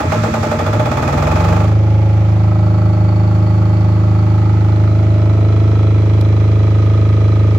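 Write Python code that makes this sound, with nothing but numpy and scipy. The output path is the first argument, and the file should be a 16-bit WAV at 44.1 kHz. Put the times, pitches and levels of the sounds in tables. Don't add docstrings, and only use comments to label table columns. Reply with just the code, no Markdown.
import sys
import numpy as np
from scipy import signal
from scipy.fft import rfft, irfft
from scipy.io import wavfile
from scipy.ndimage import uniform_filter1d

SR = 44100
rng = np.random.default_rng(int(sys.argv[2]) if len(sys.argv) > 2 else 0)


def inscribe(sig):
    pcm = np.round(np.clip(np.atleast_2d(sig).T, -1, 1) * 32767)
    wavfile.write(sys.argv[1], SR, pcm.astype(np.int16))


N = 334278
T = np.arange(N) / SR
CRANK_HZ, SETTLED_HZ = 8.605, 26.18
CUT_S, CUT_TAKES_S = 1.497, 0.26

# cycle_share, full_fuel_db, governed_db
BLOWS = [(.01, 0, 0), (.22, -10, -2), (.47, -13, -6.5), (.7, -19, -12)]


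def undb(db):
    return 10 ** (np.asarray(db) / 20)


def curve(rows):
    return np.interp(T, *np.transpose(rows))


def ramp(start_s, length_s):
    return np.clip((T - start_s) / length_s, 0, 1)


def swell(peak_s, length_s):
    return np.exp(-np.abs(2 * (T - peak_s) / length_s) ** 2.8)


def play(x, response):
    return signal.fftconvolve(np.atleast_2d(x), np.atleast_2d(response), axes=1)[:, :N]


def band(x, lo_hz, hi_hz):
    return signal.sosfilt(signal.butter(4, [lo_hz, hi_hz], "band", fs=SR, output="sos"), x)


def even(x, lo_hz, hi_hz, size=10100):
    power = band(x.mean(0), lo_hz, hi_hz) ** 2
    return x / np.sqrt(uniform_filter1d(uniform_filter1d(power, size), size // 2) + 1e-12)


def body(colour, modes=(), size=16384):
    f = np.arange(size // 2 + 1) * SR / size + 1e-3
    hz, db = np.transpose(colour)
    gain = undb(np.interp(np.log(f), np.log(hz), db))
    for centre_hz, width_hz, boost_db in modes:
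        gain = gain * (1 + (undb(boost_db) - 1) / (1 + (2 * (f - centre_hz) / width_hz) ** 2))
    cepstrum = irfft(np.log(gain))
    cepstrum[1:size // 2] *= 2
    cepstrum[size // 2 + 1:] = 0
    return irfft(np.exp(rfft(cepstrum)))


def ping(pitch_hz, width_hz):
    t = T[:4096]
    return np.sin(2 * np.pi * pitch_hz * t) * np.exp(-np.pi * width_hz * t)


def bang(crack_s, tail_s, tail_db, rise_s):
    t = T[:8192]
    return (1 - np.exp(-t / rise_s)) * (np.exp(-t / crack_s) + undb(tail_db) * np.exp(-t / tail_s))


def rattle(hits, envelope, fresh):
    spectrum = rfft(rng.standard_normal(len(envelope)) * envelope)
    ring = irfft(spectrum / np.sqrt(uniform_filter1d(np.abs(spectrum) ** 2, size=9)))
    power = play(hits ** 2, envelope ** 2 / np.sum(envelope ** 2))
    spray = np.sqrt(np.abs(power)) * rng.standard_normal(N)
    return np.sqrt(1 - fresh) * play(hits, ring) + np.sqrt(fresh) * spray


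def passing_rattle(hits, envelope, panel, fresh, spots=6):
    path = np.cumsum(np.abs(np.gradient(panel)))
    spot = path / path[-1] * (spots - 1)
    return sum(np.sqrt(np.maximum(1 - np.abs(spot - k), 0)) * rattle(hits, envelope, fresh)
               for k in range(spots))


def spread(mid, side, wide_hz):
    side = signal.sosfilt(signal.butter(1, wide_hz, "high", fs=SR, output="sos"), side)
    return mid + side * np.array([[.8], [-.8]])


def speed():
    catch_s, gain_hz_per_s, overshoot_hz, settle_s = .2036, 12.52, .255, 1.33
    free = CRANK_HZ + gain_hz_per_s * np.maximum(T - catch_s, 0)
    held_s = np.maximum(free - SETTLED_HZ - overshoot_hz, 0) / gain_hz_per_s
    return np.minimum(free, SETTLED_HZ + overshoot_hz * np.exp(-held_s / settle_s))


def revs():
    return np.clip((speed() - CRANK_HZ) / (SETTLED_HZ - CRANK_HZ), 0, 1)


def cycles():
    return np.cumsum(speed()) / SR


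def strokes(share, scatter_db, jitter_s):
    count = cycles()
    due = np.arange(int(count[-1] - share) + 1) + share
    timing, force = rng.standard_normal((len(due), 2)).T
    at = (np.interp(due, count, T) + jitter_s * timing) * SR
    return np.bincount(np.clip(at, 0, N - 1).astype(int), undb(scatter_db * force), N)


def loudness(states_db, panel):
    cranking, full_speed, lid, front = states_db
    run_up = cranking + (full_speed - cranking) * revs() ** 3.7
    steady = lid + (front - lid) * panel
    return undb(run_up + (steady - run_up) * ramp(CUT_S, CUT_TAKES_S))


def drone(panel, governed):
    # firing_multiple, level_db
    lid_orders = [(1, -37), (2, -31), (3, -8), (4, 3), (5, -18.5), (6, -12.5), (7, -9.5), (8, -26.5),
                  (9, -22.5), (10, -25), (11, -31), (12, -16), (13, -17.5), (14, -29.5), (15, -23),
                  (16, -43.5), (17, -36), (18, -28), (19, -32.5), (20, -39.5), (21, -26.5), (22, -58.5),
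                  (23, -24), (24, -25.5), (25, -45), (26, -35), (27, -58)]
    panel_orders = [(1, -62.5), (2, -22.5), (3, -5.5), (4, 5), (5, -20), (6, -15), (7, -18), (8, -19.5),
                    (9, -23), (10, -29.5), (11, -20), (12, -21.5), (13, -18), (14, -28), (15, -31),
                    (16, -18.5), (17, -24.5), (18, -22.5), (19, -31.5), (20, -40), (21, -27.5), (22, -38),
                    (23, -27.5), (24, -38), (25, -29), (26, -48), (27, -60.5)]
    colours = [[(k * SETTLED_HZ, db) for k, db in orders] for orders in (lid_orders, panel_orders)]
    return (case_heave([colour[:8] for colour in colours], panel, governed)
            + exhaust_bark([colour[8:18] for colour in colours], panel, governed)
            + sheet_hum([colour[18:] for colour in colours], panel))[0]


def case_heave(colours, panel, governed):
    # pitch_hz, level_db
    boom_colour = [(25, -39), (48, -17), (66, -4.5), (85, -4.5), (102, 1.5), (125, -7.5), (160, -1),
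                   (195, -16), (235, -12.5), (600, -61), (4000, -115)]
    # cranking_db, full_speed_db, lid_db, panel_db
    states_db = (-21.5, -13.5, -10.5, -9.5)
    hits = strokes(0.7956, scatter_db=0.43, jitter_s=.00006)
    rock = undb(-11) * strokes(0.38, scatter_db=3.5, jitter_s=0.001)
    rock = (rock + undb(-32.5) * rng.standard_normal(N)) * undb(-11 * revs())
    boom = even(play(hits + rock, body(boom_colour)), 60, 200)
    hits = hits + undb(-23.5) * rattle(hits, bang(0.02, 0.054, -13.5, rise_s=0.0043), fresh=0.65)
    hum = sum(weight * play(hits, body(colour + [(250, -56), (600, -85.5)]))
              for colour, weight in zip(colours, (1 - panel, panel)))
    heave = (1 - governed) * boom + governed * even(hum, 60, 200)
    return even(heave, 60, 160) * loudness(states_db, panel)


def exhaust_bark(colours, panel, governed):
    # cranking_db, full_speed_db, lid_db, panel_db
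    states_db = (-28, -27, -27, -25)
    # time_s, gain_db
    ride = [(1.65, 0), (2.2, -3), (2.7, 0.5), (4.9, 0.5), (5.7, 1.5), (6.6, 0.2), (7.58, 0.3)]
    puffs = strokes(.44, scatter_db=0, jitter_s=.00008)
    rasp = rattle(puffs, bang(0.0064, 0.16, -2.8, rise_s=0.0012), fresh=0.87)
    puffs = puffs + undb(-11.7 * governed) * rasp
    close = panel ** 1.9
    low_skirt, high_skirt = [(120, -71.5), (205, -43)], [(520, -45.5), (1500, -96.5)]
    bark = sum(weight * play(puffs, body(low_skirt + colour + high_skirt))
               for colour, weight in zip(colours, (1 - close, close)))
    return even(bark, 250, 580) * loudness(states_db, panel) * undb(curve(ride))


def sheet_hum(colours, panel):
    # cranking_db, full_speed_db, lid_db, panel_db
    states_db = (-31.5, -41, -31, -31)
    arrival_shares = 0.1109, .34
    edge_db, edge_place, edge_width = -3.5, 0.37, .2
    low_skirt, high_skirt = [(250, -66.5), (460, -40)], [(790, -57), (1800, -94)]
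    hum = 0
    for colour, weight, share in zip(colours, (1 - panel, panel), arrival_shares):
        shake = strokes(share, scatter_db=.8, jitter_s=.00004)
        shake = shake + undb(-10) * rattle(shake, bang(.014, .07, -7, rise_s=.005), fresh=1)
        hum = hum + weight * play(shake, body(low_skirt + colour + high_skirt))
    edge_dip = undb(edge_db * np.exp(-((panel - edge_place) / edge_width) ** 2))
    return even(hum, 410, 840) * loudness(states_db, panel) * edge_dip


def knock():
    # pitch_hz, level_db
    colour = [(150, -27.5), (250, -4.5), (360, -12), (458, -12.5), (594, -7.5), (732, -9), (840, -5.5),
              (932, -11.5), (1230, -9.5), (1510, -17.5), (2460, -22), (2920, -30), (7400, -37), (8500, -49),
              (15700, -51)]
    # pitch_hz, width_hz, boost_db
    modes = [(470, 34, 11), (606, 25, 14), (834.5, 20, 7.5), (868, 6.5, 10.5), (1230, 58, 3), (1331, 21, 8),
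             (2495, 30, 5.5), (3400, 46, 6)]
    first_firing_s, cold_s, slam_lag_s = .1, 0.19, 0.004066
    hits = sum(undb(db) * strokes(share, scatter_db=0.16, jitter_s=.0003) for share, db, _ in BLOWS)
    hits = hits * undb(np.where(T < first_firing_s, -1, 0))
    mid = rattle(hits, bang(.011, .06, -14, rise_s=.0035), fresh=0.17)
    side = rattle(hits, bang(.012, .07, -13, rise_s=.003), fresh=0.41)
    sheet_slam = undb(-10) * np.interp(T - slam_lag_s, T, band(hits, 506, 1270))
    flywheel_fan = undb(-33) * band(rng.standard_normal((2, N)), 1240, 22000)
    knocks = play(spread(mid, side, wide_hz=740) + sheet_slam + flywheel_fan, body(colour, modes))
    cold_db = 2.5 * np.exp(-np.abs(T - first_firing_s) / cold_s) * (T >= first_firing_s)
    return even(knocks, 380, 2980) * undb(-22 + 3.5 * revs() + cold_db)


def clatter(panel):
    # pitch_hz, level_db
    lid_colour = [(450, -29.5), (770, -2), (966, -6.5), (1320, -11.5), (1520, -19.5), (1840, -26.5),
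                  (2280, -23.5), (2930, -31.5), (4170, -34.5), (4500, -33.5), (5400, -39.5), (7200, -40.5),
                  (8400, -55), (15700, -53.5)]
    front_colour = [(450, -30), (770, -8), (885, -11), (1140, -13), (1240, -11), (1480, -18.5), (2340, -23),
                    (2650, -24), (3920, -31), (4620, -34.5), (6090, -34.5), (8040, -47), (15700, -58)]
    # pitch_hz, width_hz, boost_db
    lid_modes = [(799, 40, 7.3), (1310, 190, 4.3), (1965, 110, 6.5), (2260, 80, 3.3), (3300, 44, 2),
                 (4340, 120, 2.2)]
    front_modes = [(872, 75, 3.2), (1254, 33, 3.4), (2060, 340, 3.1), (2360, 190, 4.1), (3350, 140, 2.2),
                   (5930, 30, 2.4)]
    hits = sum(undb(db) * strokes(share, scatter_db=0.9, jitter_s=.00005) for share, _, db in BLOWS)
    mid = passing_rattle(hits, bang(.0045, .025, -15, rise_s=.0012), panel, fresh=0.15)
    side = rattle(hits, bang(0.007, 0.021, -8, rise_s=0.0018), fresh=0.73)
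    vent_air = undb(-23.5) * band(rng.standard_normal((2, N)), 1415, 17000)
    inside = spread(mid, side, wide_hz=1100) + vent_air
    lid = even(play(inside, body(lid_colour, lid_modes)), 1500, 8000)
    front = even(play(inside, body(front_colour, front_modes)), 1200, 8000)
    return even((1 - panel) * lid + panel * front, 1730, 9600) * undb(-43.5 + 1.5 * panel)


def clank():
    # pitch_hz, width_hz, cycle_share, level_db, chatter_db, peak_s, length_s
    parts = [(604, 18, 0.0906, -28, -12, 0.31, 0.65), (616, 12, .3, -27.5, -9, 0.45, 1.06),
             (1320, 240, .02, -29.5, 0, .4, .85), (3440, 66, .01, -44.5, 1, .8, .55),
             (1230, 110, .05, -30, -0.5, 1.16, 0.77), (2460, 220, 0.0197, -39.5, 3, 1.3, 0.68),
             (543, 26, 0.154, -38, -15.5, 1.95, 1), (840, 40, 0.2036, -35, -9, 2.01, 0.54),
             (1298, 64, 0.063, -39.5, -3.5, 2.7, .8), (602.5, 42, .07, -43, -12, 2.65, 1.3),
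             (4470, 110, .03, -53, 5, 3.5, 2.2), (808, 63, 0.219, -37.5, -13, 2.98, 2.03),
             (1270, 130, .05, -35.5, -3, 4.65, 1.0), (832, 79, 0.2485, -37, -9, 4.55, 0.68),
             (604.5, 18, .3, -33, -14, 5.04, 0.88), (658, 25, 0.29, -34.5, -17, 5.3, 0.9),
             (665, 110, 0.38, -37.5, 4.5, 5.6, 0.68), (1320, 52, 0.1012, -39, -3.5, 5.62, 1.0),
             (3324, 190, .02, -52.5, 3.5, 6.5, 2.6), (3990, 190, .02, -51.5, 6, 6.6, 4.5),
             (2350, 100, .03, -52, 4.5, 6.7, 2.2), (1215, 20, 0.1356, -42.5, -13.5, 7.0, 1.8),
             (1268, 42, 0.101, -42.5, -4, 7.1, 1.1)]
    chatter_s, attack_s = .03, 0.0035
    attack = 1 - np.exp(-T[:4096] / attack_s)
    rate, count = speed(), cycles()
    clanks = 0
    for hz, width_hz, share, db, chatter_db, peak_s, length_s in parts:
        hits = strokes(share, scatter_db=1.2, jitter_s=.00002)
        since_hit_s = ((count - share) % 1) / rate
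        chatter = rng.standard_normal((2, N)) * np.exp(-since_hit_s / chatter_s)
        hits = hits + undb(chatter_db) * chatter * hits.std() / chatter.std()
        ring = play(hits, ping(hz, width_hz) * attack)
        clanks = clanks + ring / ring.std() * undb(db) * swell(peak_s, length_s)
    return clanks


def starter():
    # pitch_hz, level_db
    gears = [(500, -33), (1500, -2), (4000, -1), (7300, -3), (8600, -15), (16000, -27)]
    key_off_s, load_s, thud_hz, thud_decay_s = .53, 0.193, 302, 0.018
    released_s = np.maximum(T - key_off_s, 0)
    thud = np.sin(2 * np.pi * thud_hz * T) * np.exp(-T / thud_decay_s) * ramp(0, 0.012) * undb(-13)
    grind = even(play(rng.standard_normal((2, N)), body(gears)), 1000, 8000)
    grind = grind * undb(-44.5 - 402 * released_s)
    motor_hz = 216 + 17.7 * T
    groan = np.sin(2 * np.pi * np.cumsum(motor_hz) / SR) * undb(-20.5 - 65 * released_s)
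    whirr = even(band(rng.standard_normal((1, N)), 218, 259), 180, 270)
    whirr = whirr * undb(-26.5) * ramp(key_off_s, 0.23) * (1 - revs() ** 4)
    return thud + (grind + groan + whirr) * ramp(0, load_s)


def lurch():
    # peak_s, pitch_hz, level_db, length_s
    booms = [(.075, 97, -16, 0.066), (0.221, 108, -14, .11), (0.407, 105, -21, 0.073),
             (0.574, 98, -20, 0.079)]
    return sum(np.sqrt(2) * undb(db) * np.sin(2 * np.pi * hz * (T - peak_s)) * swell(peak_s, length_s)
               for peak_s, hz, db, length_s in booms)


def intake():
    # pitch_hz, q, level_db
    modes = [(108.6, 5.5, -13), (146, 4.6, -18)]
    hz = 7 * speed()
    resonance = sum(undb(db) / (1 + 1j * q * (hz / centre - centre / hz)) for centre, q, db in modes)
    tone = np.sqrt(2) * np.imag(resonance * np.exp(2j * np.pi * np.cumsum(hz) / SR))
    return tone * ramp(start_s=0.49, length_s=0.19) * (1 - ramp(CUT_S, CUT_TAKES_S))


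def throb():
    phase = 2 * np.pi * cycles()
    tones = undb(-26) * np.sin(3 * phase) + undb(-20.5) * np.sin(4 * phase)
    return np.sqrt(2) * tones * swell(peak_s=1.354, length_s=.48)


def injector():
    # pitch_hz, width_hz, level_db
    modes = [(9448, 55, 0), (13194, 90, 0), (15390, 130, -4)]
    ring = sum(undb(db) * ping(hz, width_hz) for hz, width_hz, db in modes)
    shots = strokes(0.018, scatter_db=0.5, jitter_s=0.00026)
    chatter = [rattle(shots, bang(0.0035, 0.034, -7, rise_s=.0005), fresh=0.51) for _ in range(2)]
    return undb(-42.5) * play(np.vstack(chatter), ring)


def needle(panel):
    # cranking_db, full_speed_db, lid_db, panel_db
    states_db = (-55, -48, -62, -57.5)
    decay_s = 0.0017
    envelope = play(strokes(0.98, scatter_db=.6, jitter_s=.00005), np.exp(-T[:1024] / decay_s))
    clicks = band(envelope * rng.standard_normal((2, N)), 2600, 5500)
    return even(clicks, 2000, 8900) * loudness(states_db, panel)


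def switch():
    # start_s, level_db
    snaps = [(6.209, -31), (6.212, -27.5)]
    envelope = sum(undb(db) * (T >= s) * np.exp(-np.abs(T - s) / 0.0019) for s, db in snaps)
    housing = body([(800, -22), (3200, 3), (5000, 4), (8000, -5), (15000, -10)], [(4900, 1200, 5)])
    return play(rng.standard_normal((2, N)) * envelope, housing)


def scene():
    # time_s, place (0 over the lid, 1 at the panel)
    path = [(0, 0.81), (2.1, 0.61), (2.7, 0.002), (4.2, 0.17), (4.7, 0.5), (5.15, 0.55), (5.5, 0.81),
            (7.58, 0.92)]
    panel = curve(path)
    light_share = 0.11
    governed = light_share + (1 - light_share) * ramp(CUT_S, CUT_TAKES_S)
    full_fuel = (1 - governed) ** .7 * (knock() + injector())
    engine = full_fuel + np.sqrt(governed) * clatter(panel) + clank() + needle(panel)
    bass = drone(panel, governed) + intake() + throb() + lurch()
    left_lag_s = 0.00025
    stereo_bass = np.array([np.interp(T - left_lag_s, T, bass), bass])
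    return stereo_bass + engine + starter() + switch()


def record(dry):
    # pitch_hz, left_minus_right_db
    balance = [(60, -.8), (200, -.6), (380, .6), (700, -1.5), (1290, -1.6), (2380, -5), (4400, -10),
               (8100, -17.5), (15000, -16)]
    hz, db = np.transpose(balance)
    f = np.arange(N // 2 + 1) * SR / N + 1
    ratio = undb(np.interp(np.log(f), np.log(hz), db))
    gains = 2 * np.array([ratio, np.ones_like(ratio)]) / (1 + ratio)
    heard = irfft(rfft(dry) * gains, N)
    return signal.sosfilt(signal.ellip(10, .2, 80, 15800, fs=SR, output="sos"), heard)


dry = scene()
out = record(dry)
inscribe(out)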